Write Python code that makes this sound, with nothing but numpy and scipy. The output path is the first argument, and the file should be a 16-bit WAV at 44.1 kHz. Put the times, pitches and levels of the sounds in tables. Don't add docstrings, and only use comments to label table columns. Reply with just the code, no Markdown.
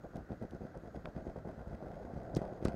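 import sys
import numpy as np
from scipy import signal
from scipy.io import wavfile

SR = 44100
rng = np.random.default_rng(int(sys.argv[2]) if len(sys.argv) > 2 else 0)


def transcribe(signal):
    frames = np.atleast_2d(signal).T
    limited = np.clip(frames, -1, 1)
    pcm = np.round(limited * 32767).astype(np.int16)
    wavfile.write(sys.argv[1], SR, pcm)


N = 121275

# time of the peak in seconds, peak level in dB, contact length in ms.
KNOCK_EVENTS = [(0.157, -31.5, 3.2), (0.1808, -33.5, 1.36), (0.2082, -40.5, 4.3), (0.228, -44, 6.8),
                (0.3063, -30.0, 2), (0.3198, -30, 3.1), (0.3295, -35.0, 2.4), (0.4157, -36, 1.2),
                (0.4243, -29.5, 2.0), (0.4334, -33.5, 3.7), (0.4509, -34, 2.3), (0.523, -39, 3.5),
                (0.5362, -34.5, 2.7), (0.5503, -33, 2.7), (0.6087, -35.5, 1.9), (0.619, -33.5, 3.2),
                (0.627, -42, 1.5), (0.6377, -36, 2), (0.6517, -34, 3.1), (0.7698, -34, 2.1),
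                (0.782, -49, 1.5), (0.8364, -36.5, 2.3), (0.8573, -38, 2.6), (0.8756, -41.0, 3.5),
                (0.9606, -37.0, 2.7), (0.974, -37.5, 4.7), (0.989, -46, 4.2), (1.045, -39.5, 4.3),
                (1.0746, -38, 0.89), (1.0885, -38, 1.4), (1.1499, -43, 7), (1.1662, -31.5, 4.5),
                (1.186, -36.5, 1.9), (1.2068, -42.5, 3.3), (1.2256, -40, 2.1), (1.2691, -29.5, 1.7),
                (1.2808, -41, 8.2), (1.2927, -35.5, 1.3), (1.3624, -32.5, 1), (1.3791, -38.5, 3.8),
                (1.4557, -37, 3.2), (1.4736, -31, 1.5), (1.4925, -45, 1), (1.5002, -37.5, 1.2),
                (1.5478, -38.5, 1.7), (1.5799, -38, 4.3), (1.594, -38, 0.78), (1.6102, -39.5, 5.2),
                (1.6733, -34, 4.9), (1.711, -36.5, 4.6), (1.731, -34.5, 3.5), (1.7455, -36, 3.4),
                (1.826, -33, 1.1), (1.8676, -37.5, 2.6), (1.904, -42, 2), (1.9353, -34, 1.3),
                (2.0512, -35, 1.4), (2.1366, -33, 2.3), (2.1639, -32.0, 4.6), (2.1769, -32.0, 4.5),
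                (2.3416, -32, 2.9), (2.349, -32.5, 3.6), (2.3664, -27, 1.5), (2.3686, -18.5, 2.53),
                (2.375, -27, 4.6), (2.3903, -28, 2.1), (2.4174, -26.5, 1.5), (2.5262, -33.0, 2),
                (2.6265, -28.5, 1.6), (2.6518, -33, 0.63), (2.6543, -16, 2.1), (2.6598, -64, 1.3),
                (2.6688, -35, 2.6), (2.6742, -32, 2.4), (2.684, -22.5, 1.34), (2.6975, -32.0, 2.7),
                (2.7429, -28, 1.8)]
# frequency in Hz, level in dB, time to die by 60 dB in seconds.
HULL_MODES = [(57.6, -9, 0.078), (108, -6, 0.023), (194, 5.65, 0.02), (348, 0.5, 0.021), (517.4, -7, 0.025),
              (667, -7.5, 0.017), (1560, -23.5, 0.0088)]
LOOSE_PATCHY_DB = 0.7


def amp(db):
    return 10 ** (np.asarray(db) / 20)


def rms_one(x):
    return x / np.sqrt(np.mean(x ** 2) + 1e-20)


def drift(rate_hz):
    step = 40
    r = np.exp(-2 * np.pi * rate_hz * step / SR)
    settle = 2000
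    noise = rng.standard_normal(N // step + settle + 2)
    slow = signal.lfilter([1], [1, -2 * r, r * r], noise)[settle:]
    return np.interp(np.arange(N) / step, np.arange(len(slow)), rms_one(slow))


def ring(force, hz, t60):
    r = amp(-60 / (t60 * SR))
    w = 2 * np.pi * hz / SR
    return signal.lfilter([0, np.sin(w)], [1, -2 * r * np.cos(w), r * r], force + 1e-18)


def push(length_s, size):
    t = np.arange(size) / SR
    return np.sin(np.pi * np.minimum(t / length_s, 1)) ** 2


def grains(per_s, spread_db):
    size_db = spread_db * np.minimum(rng.exponential(1, N), 5)
    sizes = amp(size_db) * rng.choice([-1, 1], N)
    return sizes * (rng.random(N) < per_s / SR)


def coloured(sources, spectrum, patchy_db):
    out = 0
    edges = 20 * 2 ** np.arange(0, 9.9, 1 / 3)
    hz, db = np.transpose(spectrum)
    for k, (low, high) in enumerate(zip(edges, edges[1:])):
        band_pass = signal.butter(2, [low, high], "band", fs=SR, output="sos")
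        band = signal.sosfilt(band_pass, sources[k % 2])[-N:]
        level_db = np.interp(np.log(low * high) / 2, np.log(hz), db)
        out = out + amp(level_db + patchy_db * drift(9.3)) * band
    return rms_one(out)


def ground_contact():
    # start in seconds, length in seconds, level in dB.
    skims = [(0.034, 0.018, -45), (0.131, 0.061, -47), (0.288, 0.047, -47), (0.408, 0.034, -45),
             (0.512, 0.048, -51), (0.608, 0.065, -50), (0.741, 0.033, -46), (0.831, 0.048, -50),
             (0.939, 0.036, -45.5), (1.045, 0.036, -44.5), (1.145, 0.058, -46), (1.247, 0.054, -46),
             (1.355, 0.029, -44.5), (1.444, 0.061, -46.5)]
    # time in seconds, level in dB, joined by straight lines.
    late_levels = [(1.52, -51), (1.542, -59.5), (1.614, -47.5), (1.642, -58), (1.66, -52), (1.752, -45.5),
                   (1.762, -59.5), (1.814, -47.5), (2.324, -47), (2.372, -40), (2.386, -49), (2.434, -39.5),
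                   (2.56, -49.5), (2.64, -44.5), (2.646, -42.5), (2.75, -44.5)]
    rise_s, fall_s = 0.0048, 0.018
    fade_in_s = 0.066

    t = np.arange(N) / SR
    power = 0
    for start, length, db in skims:
        rise = np.clip((t - start) / rise_s, 0, 1)
        fall = np.exp(-np.maximum(t - start - length, 0) / fall_s)
        power = power + (amp(db) * rise * fall) ** 2
    times, db = np.transpose(late_levels)
    fade_in = np.clip((t - times[0]) / fade_in_s + 1, 0, 1)
    late_contact = amp(np.interp(t, times, db)) * fade_in
    return np.sqrt(power + late_contact ** 2)


def rolling(contact):
    grit_drive = [7, 0, -4.5, -6, 8, 12.5, 5]
    grit_per_s, spread_db, contact_s = 900, 2, 0.00079

    out = 0
    for (hz, db, t60), drive_db in zip(HULL_MODES, grit_drive):
        clicks = rms_one(grains(grit_per_s, spread_db))
        grit = np.convolve(clicks, push(contact_s, size=200))[:N]
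        mode = ring(grit * contact, hz, t60) / np.sqrt(t60 * SR) / 8
        out = out + amp(db + drive_db) * mode
    return out


def knocks():
    scatter_db = 2
    sink_s, sink_db = 0.0069, -16

    out = np.zeros(N + SR)
    size, sink = SR // 8, int(sink_s * SR)
    scatter = rng.normal(0, scatter_db, (len(KNOCK_EVENTS), len(HULL_MODES)))
    for (peak_s, peak_db, contact_ms), extras in zip(KNOCK_EVENTS, scatter):
        force = push(contact_ms / 1000, size=size)
        motion = 0
        for (hz, db, t60), extra_db in zip(HULL_MODES, extras):
            motion = motion + amp(db + extra_db) * ring(force, hz, t60) / hz
        sound = np.diff(motion)
        top = np.argmax(sound[:200])
        start = int(peak_s * SR) - top
        out[start:start + size - 1] += amp(peak_db) * sound / sound[top]
        out[start - sink:start] -= amp(peak_db + sink_db) * push(sink_s, size=sink)
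    return out[:N]


def ticks():
    # start in seconds, peak level in dB, centre in Hz, width in octaves.
    tick_events = [(.1580, -53, 5600, 1.3), (0.1683, -49.5, 6030, 2), (0.3203, -57.5, 3500, 1),
                   (0.4266, -54, 6900, 1.7), (.5090, -53.5, 4700, 1.6), (.5478, -58.5, 5370, 0.58),
                   (.7742, -55, 6700, 1.1), (1.0564, -34, 1680, 1.95), (1.0780, -70, 5000, 1.5),
                   (1.6802, -61, 7000, 1.5), (2.2328, -58.5, 6960, 1.4), (2.3496, -37.5, 5900, 0.47),
                   (2.3606, -40.5, 5640, 0.61), (2.3653, -35.5, 3500, 2.2), (2.368, -35, 3000, 4.2),
                   (2.371, -41, 3930, 2.3), (2.3747, -52, 4500, 0.57), (2.381, -65, 6000, 1.1),
                   (2.628, -58, 4000, 1.5), (2.6433, -54, 4000, 1.6), (2.65, -36.5, 3480, 2.5),
                   (2.6525, -32, 2480, 3.5), (2.6560, -35, 1400, 0.47), (2.657, -43, 4000, 1.1),
                   (2.6624, -54, 4500, 0.66), (2.6679, -65, 4500, .9), (2.673, -47, 4470, 0.53),
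                   (2.683, -37.5, 1630, 3.9), (2.6825, -51, 4530, 2.4), (2.6870, -49, 4000, 2.6)]
    rise_s, t60_s = 0.00056, 0.006
    snap_db = 9.5
    body_hz, body_db = 1670, 10.5

    out = np.zeros(N + SR)
    t = np.arange(1000) / SR
    noises = rng.standard_normal((len(tick_events), len(t)))
    for (start_s, peak_db, hz, octaves), noise in zip(tick_events, noises):
        burst = noise * np.minimum(t / rise_s, 1) * amp(-60 * t / t60_s)
        burst[int(rise_s * SR)] += amp(snap_db)
        body = signal.lfilter(*signal.butter(1, body_hz, fs=SR), burst)
        burst = burst + amp(body_db) * body
        edges = hz * 2. ** (np.array([-.5, .5]) * octaves)
        edges = np.minimum(edges, .45 * SR)
        sound = signal.sosfilt(signal.butter(2, edges, "band", fs=SR, output="sos"), burst)
        start = int(start_s * SR)
        out[start:start + len(t)] += amp(peak_db) * sound / np.abs(sound).max()
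    return out[:N]


def rattle(contact):
    # frequency in Hz, relative level in dB per Hz.
    rattle_colour = [(900, 9), (1550, 11.5), (2200, -14), (3000, -16), (4000, -2), (5100, -11.5),
                     (6600, -22), (8500, -15), (15000, -33)]
    level_db = -21
    shaken = grains(per_s=2200, spread_db=6)
    return amp(level_db) * contact * coloured([shaken, shaken], rattle_colour, LOOSE_PATCHY_DB)


def chatter():
    # frequency in Hz, relative level in dB per Hz.
    chatter_colour = [(700, -0.5), (1500, 8.5), (2500, -8.5), (3300, -13.5), (5000, -8), (8000, -20.5),
                      (15000, -36)]
    level_db, t60_s = -35, 0.14

    jolts = np.zeros(N)
    for peak_s, peak_db, _ in KNOCK_EVENTS:
        jolts[int(peak_s * SR)] = amp(2 * (peak_db + level_db))
    power_decay = amp(-120 / (t60_s * SR))
    shake = np.sqrt(signal.lfilter([1], [1, -power_decay], jolts))
    loose = grains(per_s=6000, spread_db=2.5)
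    return shake * coloured([loose, loose], chatter_colour, LOOSE_PATCHY_DB)


def airflow():
    # frequency in Hz, relative level in dB per Hz.
    air_colour = [(22, -17), (32, -26), (59, -3), (124, -2.5), (189, -4.5), (303, -7.5), (632, -12),
                  (1010, -25), (1540, -15.5), (2100, -34), (3000, -53), (4000, -30.5), (5100, -48),
                  (6600, -35.5), (8300, -61), (11000, -47.5), (15500, -55.5)]
    air_db, air_patchy_db = -55, 0.9
    whistle_hz, whistle_t60_s = 6660, 0.029
    whistle_db, whistle_drift_db = -93, 3.2

    noises = rng.standard_normal((2, N + SR // 4))
    hiss = amp(air_db) * coloured(noises, air_colour, air_patchy_db)
    whistle = rms_one(ring(rng.standard_normal(N), whistle_hz, whistle_t60_s))
    return hiss + amp(whistle_db + whistle_drift_db * drift(6)) * whistle


def scene():
    contact = ground_contact()
    wheels = rolling(contact) + knocks()
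    loose_parts = ticks() + rattle(contact) + chatter()
    return (wheels + loose_parts + airflow())[None]


def record(dry):
    low_cut_hz, top_cut_hz = 22, 15800
    high_pass = signal.butter(3, low_cut_hz, "high", fs=SR, output="sos")
    low_pass = signal.ellip(10, .5, 60, top_cut_hz, fs=SR, output="sos")
    return signal.sosfilt(low_pass, signal.sosfilt(high_pass, dry))


dry = scene()
out = record(dry)
transcribe(out)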